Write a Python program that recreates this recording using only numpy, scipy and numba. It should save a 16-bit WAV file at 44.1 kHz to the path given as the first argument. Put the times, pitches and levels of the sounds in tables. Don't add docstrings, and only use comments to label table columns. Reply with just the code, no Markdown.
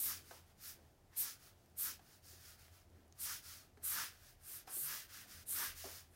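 import sys
import numpy as np
from scipy import signal
from scipy.fft import rfft, irfft
from scipy.io import wavfile
from scipy.ndimage import uniform_filter1d, map_coordinates
from numba import njit

SR = 44100
rng = np.random.default_rng(int(sys.argv[2]) if len(sys.argv) > 2 else 0)


def boost(x):
    u = np.asarray(x, float) / 20
    return 10 ** u


def wrap_up_sound(samples):
    columns = np.atleast_2d(samples).T
    tamed = np.clip(columns, -1, 1)
    steps = np.round(tamed * 32767).astype(np.int16)
    wavfile.write(sys.argv[1], SR, steps)


N = 271435

# fastest_s, rise_s, fall_s, rustle_db, gap_minus_rustle_db
SWEEPS = [
    (0.105, 0.12, 0.11, -50, -9.5),
    (1.262, 0.11, 0.1, -50.5, -11.5),
    (1.876, 0.1, 0.092, -51, -9),
    (3.306, 0.12, 0.11, -49, -9.5),
    (4.001, 0.15, 0.11, -47.5, -5.5),
    (4.92, 0.1, 0.15, -51, -5.7),
    (5.621, 0.098, 0.13, -48.5, -4),
]
# fastest_s, rise_s, fall_s, rustle_db, gap_minus_rustle_db
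SLIDES = [(0.334, 0.14, 0.11, -65, -5.5), (0.503, 0.093, 0.047, -79, -0.5), (0.683, 0.1, 0.087, -57, -10.5),
          (0.82, 0.357, 0.17, -82.4, -1), (1.459, 0.096, 0.086, -67.5, -4.5),
          (1.59, 0.058, 0.23, -83.4, -3), (2.138, 0.17, 0.083, -71, -6), (2.307, 0.096, 0.12, -63.5, -10.5),
          (2.494, 0.15, 0.095, -63.5, -6.5), (2.614, 0.057, 0.13, -69.8, -3.5),
          (2.755, 0.053, 0.106, -71.5, -4), (3.493, 0.089, 0.17, -58, -8), (4.128, 0.04, 0.2, -73, -2),
          (4.28, 0.1, 0.086, -67.5, -6.5), (4.562, 0.162, 0.1, -62, -6.5), (5.165, 0.094, 0.13, -58, -4.5),
          (5.33, 0.078, 0.15, -60.9, -6.5), (5.805, 0.072, 0.24, -56, -8.7),
          (5.954, 0.15, 0.096, -59.5, -9.5)]
# fastest_s, rise_s, fall_s, rustle_db, gap_minus_rustle_db
DRAGS = [
    (4.69, .03, .1, -65, -4),
    (1.14, .035, .06, -84, 14),
    (5.425, .04, .03, -68, -6),
    (6.15, .05, .05, -81, 4),
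    (2.97, .1, .15, -86, 4),
]
# hardest_s, rise_s, fall_s, fibre_ring_db, hiss_minus_ring_db
PRESSES = [(0.008, 0.033, 0.087, -45.1, 4), (0.06, 0.043, 0.081, -46.5, 3), (0.673, 0.077, 0.07, -64, 7.5),
           (1.194, 0.032, 0.067, -42.5, 3), (1.811, 0.042, 0.1, -45.5, 3.5),
           (3.23, 0.044, 0.07, -46.5, -1.4), (3.865, 0.036, 0.13, -43.6, 0.5),
           (3.968, 0.05, 0.068, -69, 9.0), (4.541, 0.12, 0.072, -54.5, 2), (4.783, 0.093, 0.15, -45.5, 0.2),
           (4.84, 0.015, 0.19, -60.5, 8), (5.526, 0.063, 0.04, -44.5, -0.5),
           (5.571, 0.09, 0.129, -48.2, 3.0), (6.134, 0.039, 0.224, -76, -6)]
TURNS_S = [1.745, 2.215, 2.57, 3.418, 3.8, 4.648, 5.078, 5.265, 5.448, 5.745]
TURNS_DB = [3.6, 4, 3.6, 3.2, 3, 5.5, 5, 5, 11, 3.8]
SHEET_MODES_HZ = [1010, 1250, 1725]
SHEET_MODES_WIDTH_HZ = [180, 170, 130]
SHEET_MODES_DB = [-3.5, -2, -1]
# start_s, peak_db, ring_hz, low_modes_db, high_modes_db
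KNOCKS = [(0.311, -46.5, 684, 0.5, 2.5), (.79, -62.5, 520, -8, 1), (1.994, -55.5, 764, -12, -8),
          (2.33, -61.5, 380, -1, -12), (3.773, -56.5, 426, -4, -1), (4.676, -45.5, 773, -16, -15),
          (5.258, -59.5, 727, -7, -12), (4.768, -51.5, 363, -13, -13), (5.842, -42, 682, -11, -13),
          (5.853, -46.5, 395, 3, -4), (5.876, -54, 414, 4, -10)]
# pitch_hz, level_db, t60_s
DESK_LOW = [(380, -5, 0.075), (271, -8, 0.027), (520, -4, 0.025)]
# pitch_hz, level_db, t60_s
DESK_HIGH = [(944, -7, 0.039), (1555, 3.5, 0.024), (1710, -11, 0.081), (2550, -11, 0.0156)]
TICKS_S = [1.66, 1.70, 2.595, 2.6094, 2.6494, 2.682, 2.9008, 3.0799, 3.1248, 3.7735, 4.6738]
# peak_db, ring_hz
TICK_SOUNDS = [(-61, 9000), (-64, 9000), (-54, 12700), (-56, 3800), (-58, 5580), (-55, 1600), (-66, 7000),
               (-62, 10700), (-53.5, 6570), (-59, 1900), (-54, 5000)]
# loudest_s, rise_s, fall_s, level_db
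SHIFTS = [(2.95, 0.11, .2, -70.5), (0.785, .06, 0.15, -70.5), (.03, 0.11, 0.4, -69.5),
          (5.55, .25, 0.29, -71), (1.22, 0.06, 0.13, -72), (4.8, 0.47, 0.37, -75.5),
          (1.85, 0.056, .15, -70)]
# loudest_s, rise_s, fall_s, level_db
DUCT_SWELLS = [(.85, .5, 0.35, -76), (1.85, 0.27, 0.13, -75), (2.75, 0.43, 0.36, -68.5),
               (3.25, 0.11, 0.67, -68.5), (4.3, 0.47, 0.26, -68.5), (5.1, 0.19, 0.18, -69),
               (5.4, 0.16, .15, -69), (5.92, 0.6, 0.2, -68)]
# centre_s, pitch_hz, level_db, length_s
BUMPS = [
    (4.33, 35, -68, 0.23),
    (4.864, 140, -63, 0.096),
    (5.73, 31, -62.5, 0.22),
]
# pitch_hz, density_db (per Hz)
AIR = [(200, -20.5), (360, 1), (500, -3.5), (680, 2), (880, -4), (1150, -9), (2000, -12.5), (3300, -16),
       (5500, -16.5), (9000, -19), (15700, -20)]

HAND_BENDS, TIP_BENDS = (2.3, 2.02), (3.12, 2.53)


def level(x, db=0.):
    return x * boost(db) / np.sqrt(np.mean(x ** 2))


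def band(x, lo_hz, hi_hz, order=2):
    return signal.sosfilt(signal.butter(order, [lo_hz, min(hi_hz, .45 * SR)], "band", fs=SR, output="sos"), x)


@njit
def resonance(x, hz, width_hz):
    y, band_state, low_state = np.empty(len(x)), 0., 0.
    for i in range(len(x)):
        g, k = np.tan(np.pi * hz[i] / SR), width_hz / hz[i]
        v = (band_state + g * (x[i] - low_state)) / (1 + g * (g + k))
        band_state, low_state = 2 * v - band_state, low_state + 2 * g * v
        y[i] = k * v
    return y


def walk(rate_hz):
    hold = int(SR / rate_hz)
    steps = np.repeat(rng.standard_normal(N // hold + 1), hold)
    return 1.18 * uniform_filter1d(uniform_filter1d(steps, hold), hold)[:N]


def ring(t, hz, t60_s):
    return np.sin(2 * np.pi * hz * t) * 1000. ** (-t / t60_s)


def add(out, start_s, sound):
    i = int(start_s * SR)
    out[i:i + len(sound)] += sound[:N - i]


def swells(rows, bends):
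    peak_s, rise_s, fall_s = np.array(rows).T[:3, :, None]
    since_s = np.arange(0, N, 64) / SR - peak_s
    rising = abs(since_s / rise_s) ** bends[0]
    falling = abs(since_s / fall_s) ** bends[1]
    return -20 * np.where(since_s < 0, rising, falling), since_s


def every_sample(x):
    return np.interp(np.arange(N), np.arange(0, N, 64), x)


def total(db):
    return every_sample(np.sqrt(np.sum(boost(2 * db), axis=0)))


def swelling(rows):
    return total(np.array(rows).T[3][:, None] + swells(rows, HAND_BENDS)[0])


def motion():
    moves, fast = SWEEPS + SLIDES + DRAGS, slice(len(SWEEPS))
    speed_db, along_s = swells(moves, HAND_BENDS)
    hand_db, gap_db = np.array(moves).T[3:, :, None]
    press_db, since_s = swells(PRESSES, TIP_BENDS)
    tip_db, upper_db = np.array(PRESSES).T[3:, :, None]
    hand, tip = total(hand_db + speed_db), total(tip_db + press_db)
    hiss = total(tip_db + press_db + upper_db + 44 * np.clip(since_s, -.1, .2))
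    valley = total(hand_db - 1 + 0.73 * gap_db + 0.8 * speed_db)
    valley = np.roll(valley, int(0.0063 * SR))
    climb_s = every_sample(np.sum((np.clip(along_s, -.1, .1) * boost(0.27 * speed_db))[fast], axis=0))
    whoop = total((hand_db + gap_db + 1.5 + 8.2 * speed_db)[fast])
    boom = total((hand_db + 5 + 1.77 * gap_db + 2.5 * speed_db)[fast])
    whoop, boom = np.roll([whoop, boom], int(0.0036 * SR), axis=1)
    gap = np.hypot(total(hand_db + gap_db + 0.77 * speed_db), whoop)
    return dict(ring=np.hypot(tip, boost(-2.5) * hand), hiss=hiss, skin=boost(-0.5) * hand,
                rustle=hand, tooth=boost(-11.5) * tip, boom=boom, climb=climb_s,
                valley=np.hypot(valley, boost(-26.5) * tip), gap=np.hypot(gap, boost(-27) * tip))


def catches(per_s, scatter_db, smooth, patchy_db):
    size = boost(scatter_db * np.minimum(rng.exponential(size=N), 5))
    slips = (rng.random(N) < per_s / SR) * size * rng.choice([-1, 1], N)
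    return (level(slips) + smooth * rng.standard_normal(N)) * boost(patchy_db * walk(250))


def nib(gain):
    rub = catches(per_s=4200, scatter_db=1.5, smooth=0.88, patchy_db=0.5)
    light_rub = catches(per_s=5000, scatter_db=-2.5, smooth=0.93, patchy_db=-0.5)
    fibres = level(band(rub, 8140, 11550, order=3) + .5 * band(rub, 10250, 10260, order=1))
    hiss = level(band(light_rub, 11520, 14850, order=3))
    skin = level(band(rub, 12850, 18000, order=3))
    return gain["ring"] * fibres + gain["hiss"] * hiss + gain["skin"] * skin


def hand_echo(x):
    lag = SR * (0.000469 + .00009 * walk(5.6))
    return x + .14 * map_coordinates(x, [np.arange(N) - lag], order=3)


def sheet(gain):
    gap_hz = 1368 + 43 * np.arange(N) / SR + 3500 * gain["climb"]
    gap_hz = gap_hz * (1 + 0.082 * walk(7))
    slowness_db = np.clip(-20 * np.log10(gain["rustle"] + 1e-9) - 50, 0, 20)
    rustle_hz = (5650 - 46 * slowness_db) * (1 + 0.013 * walk(4))
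    rub = catches(per_s=3500, scatter_db=1.5, smooth=1.34, patchy_db=1.15)
    scrape = catches(per_s=3500, scatter_db=0.5, smooth=0.81, patchy_db=0.5)
    free_paper = level(resonance(rng.standard_normal(N), rustle_hz, 1100.0))
    rustle = level(level(band(rub, 4380, 7170)) + 0.6 * free_paper)
    valley = level(band(scrape, 1940, 4040))
    hum = level(resonance(resonance(rub, gap_hz, 650.), gap_hz, 650.))
    gap = level(1.17 * hum + level(band(rub, 1056, 2114, order=4)))
    desk = level(band(rng.standard_normal(N), 273, 1050), -15.5)
    modes = zip(SHEET_MODES_HZ, SHEET_MODES_WIDTH_HZ, SHEET_MODES_DB)
    boom = level(sum(boost(db) * level(band(scrape, hz - width / 2, hz + width / 2)) for hz, width, db in modes))
    patch = level(resonance(rng.standard_normal(N), 4050 * (1 + 0.037 * walk(12)), 450.))
    tooth = level(level(band(scrape, 6200, 7950)) + .5 * level(band(rub, 3270, 6300))
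                  + 0.2 * level(band(scrape, 1250, 3400)) + .4 * patch)
    return (gain["rustle"] * rustle + gain["valley"] * valley + gain["gap"] * (gap + desk)
            + gain["boom"] * boom + gain["tooth"] * tooth)


def halts():
    t, half_s = np.arange(N) / SR, 0.0099
    return boost(-sum(db * np.exp(-((t - s) / half_s) ** 2) for s, db in zip(TURNS_S, TURNS_DB)))


def knocks():
    out, t = np.zeros(N), np.arange(SR // 4) / SR
    cracks = rng.standard_normal((len(KNOCKS), len(t)))
    for (start_s, peak_db, ring_hz, low_db, high_db), crack in zip(KNOCKS, cracks):
        body = ring(t, ring_hz, 0.077) + 0.3 * ring(t, ring_hz * .97, 0.25)
        body += sum(boost(low_db + db) * ring(t, hz, t60_s) for hz, db, t60_s in DESK_LOW)
        body += sum(boost(high_db + db) * ring(t, hz, t60_s) for hz, db, t60_s in DESK_HIGH)
        body += boost(-4) * level(band(crack, 300, 3700, order=1)) * np.exp(-t / 0.0076)
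        body += boost(-9) * level(band(crack[::-1], ring_hz * 0.54, ring_hz * 1.84)) * np.exp(-t / 0.053)
        push = 1 - np.exp(-t / 0.0015)
        add(out, start_s - .0015, boost(peak_db - 4.5) * body * push)
    return out


def ticks():
    out, t = np.zeros(N), np.arange(SR // 50) / SR
    cracks = rng.standard_normal((len(TICKS_S), len(t)))
    for start_s, (peak_db, ring_hz), crack in zip(TICKS_S, TICK_SOUNDS, cracks):
        snap = level(band(crack, ring_hz * 0.36, ring_hz * 1.4, order=1)) * np.exp(-t / .0012)
        add(out, start_s, boost(peak_db - 4.5) * (.7 * ring(t, ring_hz, 0.018) + 0.87 * snap))
    return out


def forearm():
    return swelling(SHIFTS) * level(band(rng.standard_normal(N), 162, 433))


def room(x):
    t, t60_s = np.arange(SR // 2) / SR, 0.19
    tail = band(rng.standard_normal(len(t)), 150, 7000, order=1) * 1000. ** (-t / t60_s) * (t > .006)
    return signal.fftconvolve(x, tail / np.sqrt(np.sum(tail ** 2)))[:N] * boost(-16)


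def studio(gain):
    t = np.arange(N) / SR
    f = np.maximum(np.fft.rfftfreq(N, 1 / SR), 1)
    hz, db = np.transpose(AIR)
    air_shape = boost(np.interp(np.log(f), np.log(hz), db))
    air = level(irfft(rfft(rng.standard_normal(N)) * air_shape, N), -74)
    noise = rng.standard_normal((4, N))
    duct_hz, duct_width_hz = 83.3, 15.8
    duct = level(band(noise[0], duct_hz - duct_width_hz / 2, duct_hz + duct_width_hz / 2))
    duct = duct * np.hypot(boost(-71.5 + 2.5 * walk(2.94)), swelling(DUCT_SWELLS))
    rumble = level(band(noise[1], 121, 332) + .5 * band(noise[1], 180, 200, order=1))
    rumble = rumble * np.hypot(boost(-77 + 2.1 * walk(3.7)), boost(-15.5) * gain["boom"])
    steady = level(band(noise[2], 24, 55), -77) + level(band(noise[3], 108.0, 139.7), -76.5)
    bumps = sum(boost(db) * np.sin(2 * np.pi * hz * t) * np.exp(-((t - centre_s) / length_s * 2) ** 2)
                for centre_s, hz, db, length_s in BUMPS)
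    return air * boost(0.14 * walk(2.02)) + duct + rumble + steady + bumps


def scene():
    gain = motion()
    friction = halts() * (hand_echo(nib(gain)) + sheet(gain))
    near = friction + knocks() + ticks() + forearm()
    mono = near + room(near) + studio(gain)
    return np.array([mono, mono])


def low_pass(x):
    return signal.sosfilt(signal.butter(12, 16660, fs=SR, output="sos"), x)


def record(dry):
    mix = signal.sosfilt(signal.ellip(12, .3, 75, 15830, fs=SR, output="sos"), dry)
    return low_pass(mix)


dry = scene()
out = record(dry)
wrap_up_sound(out)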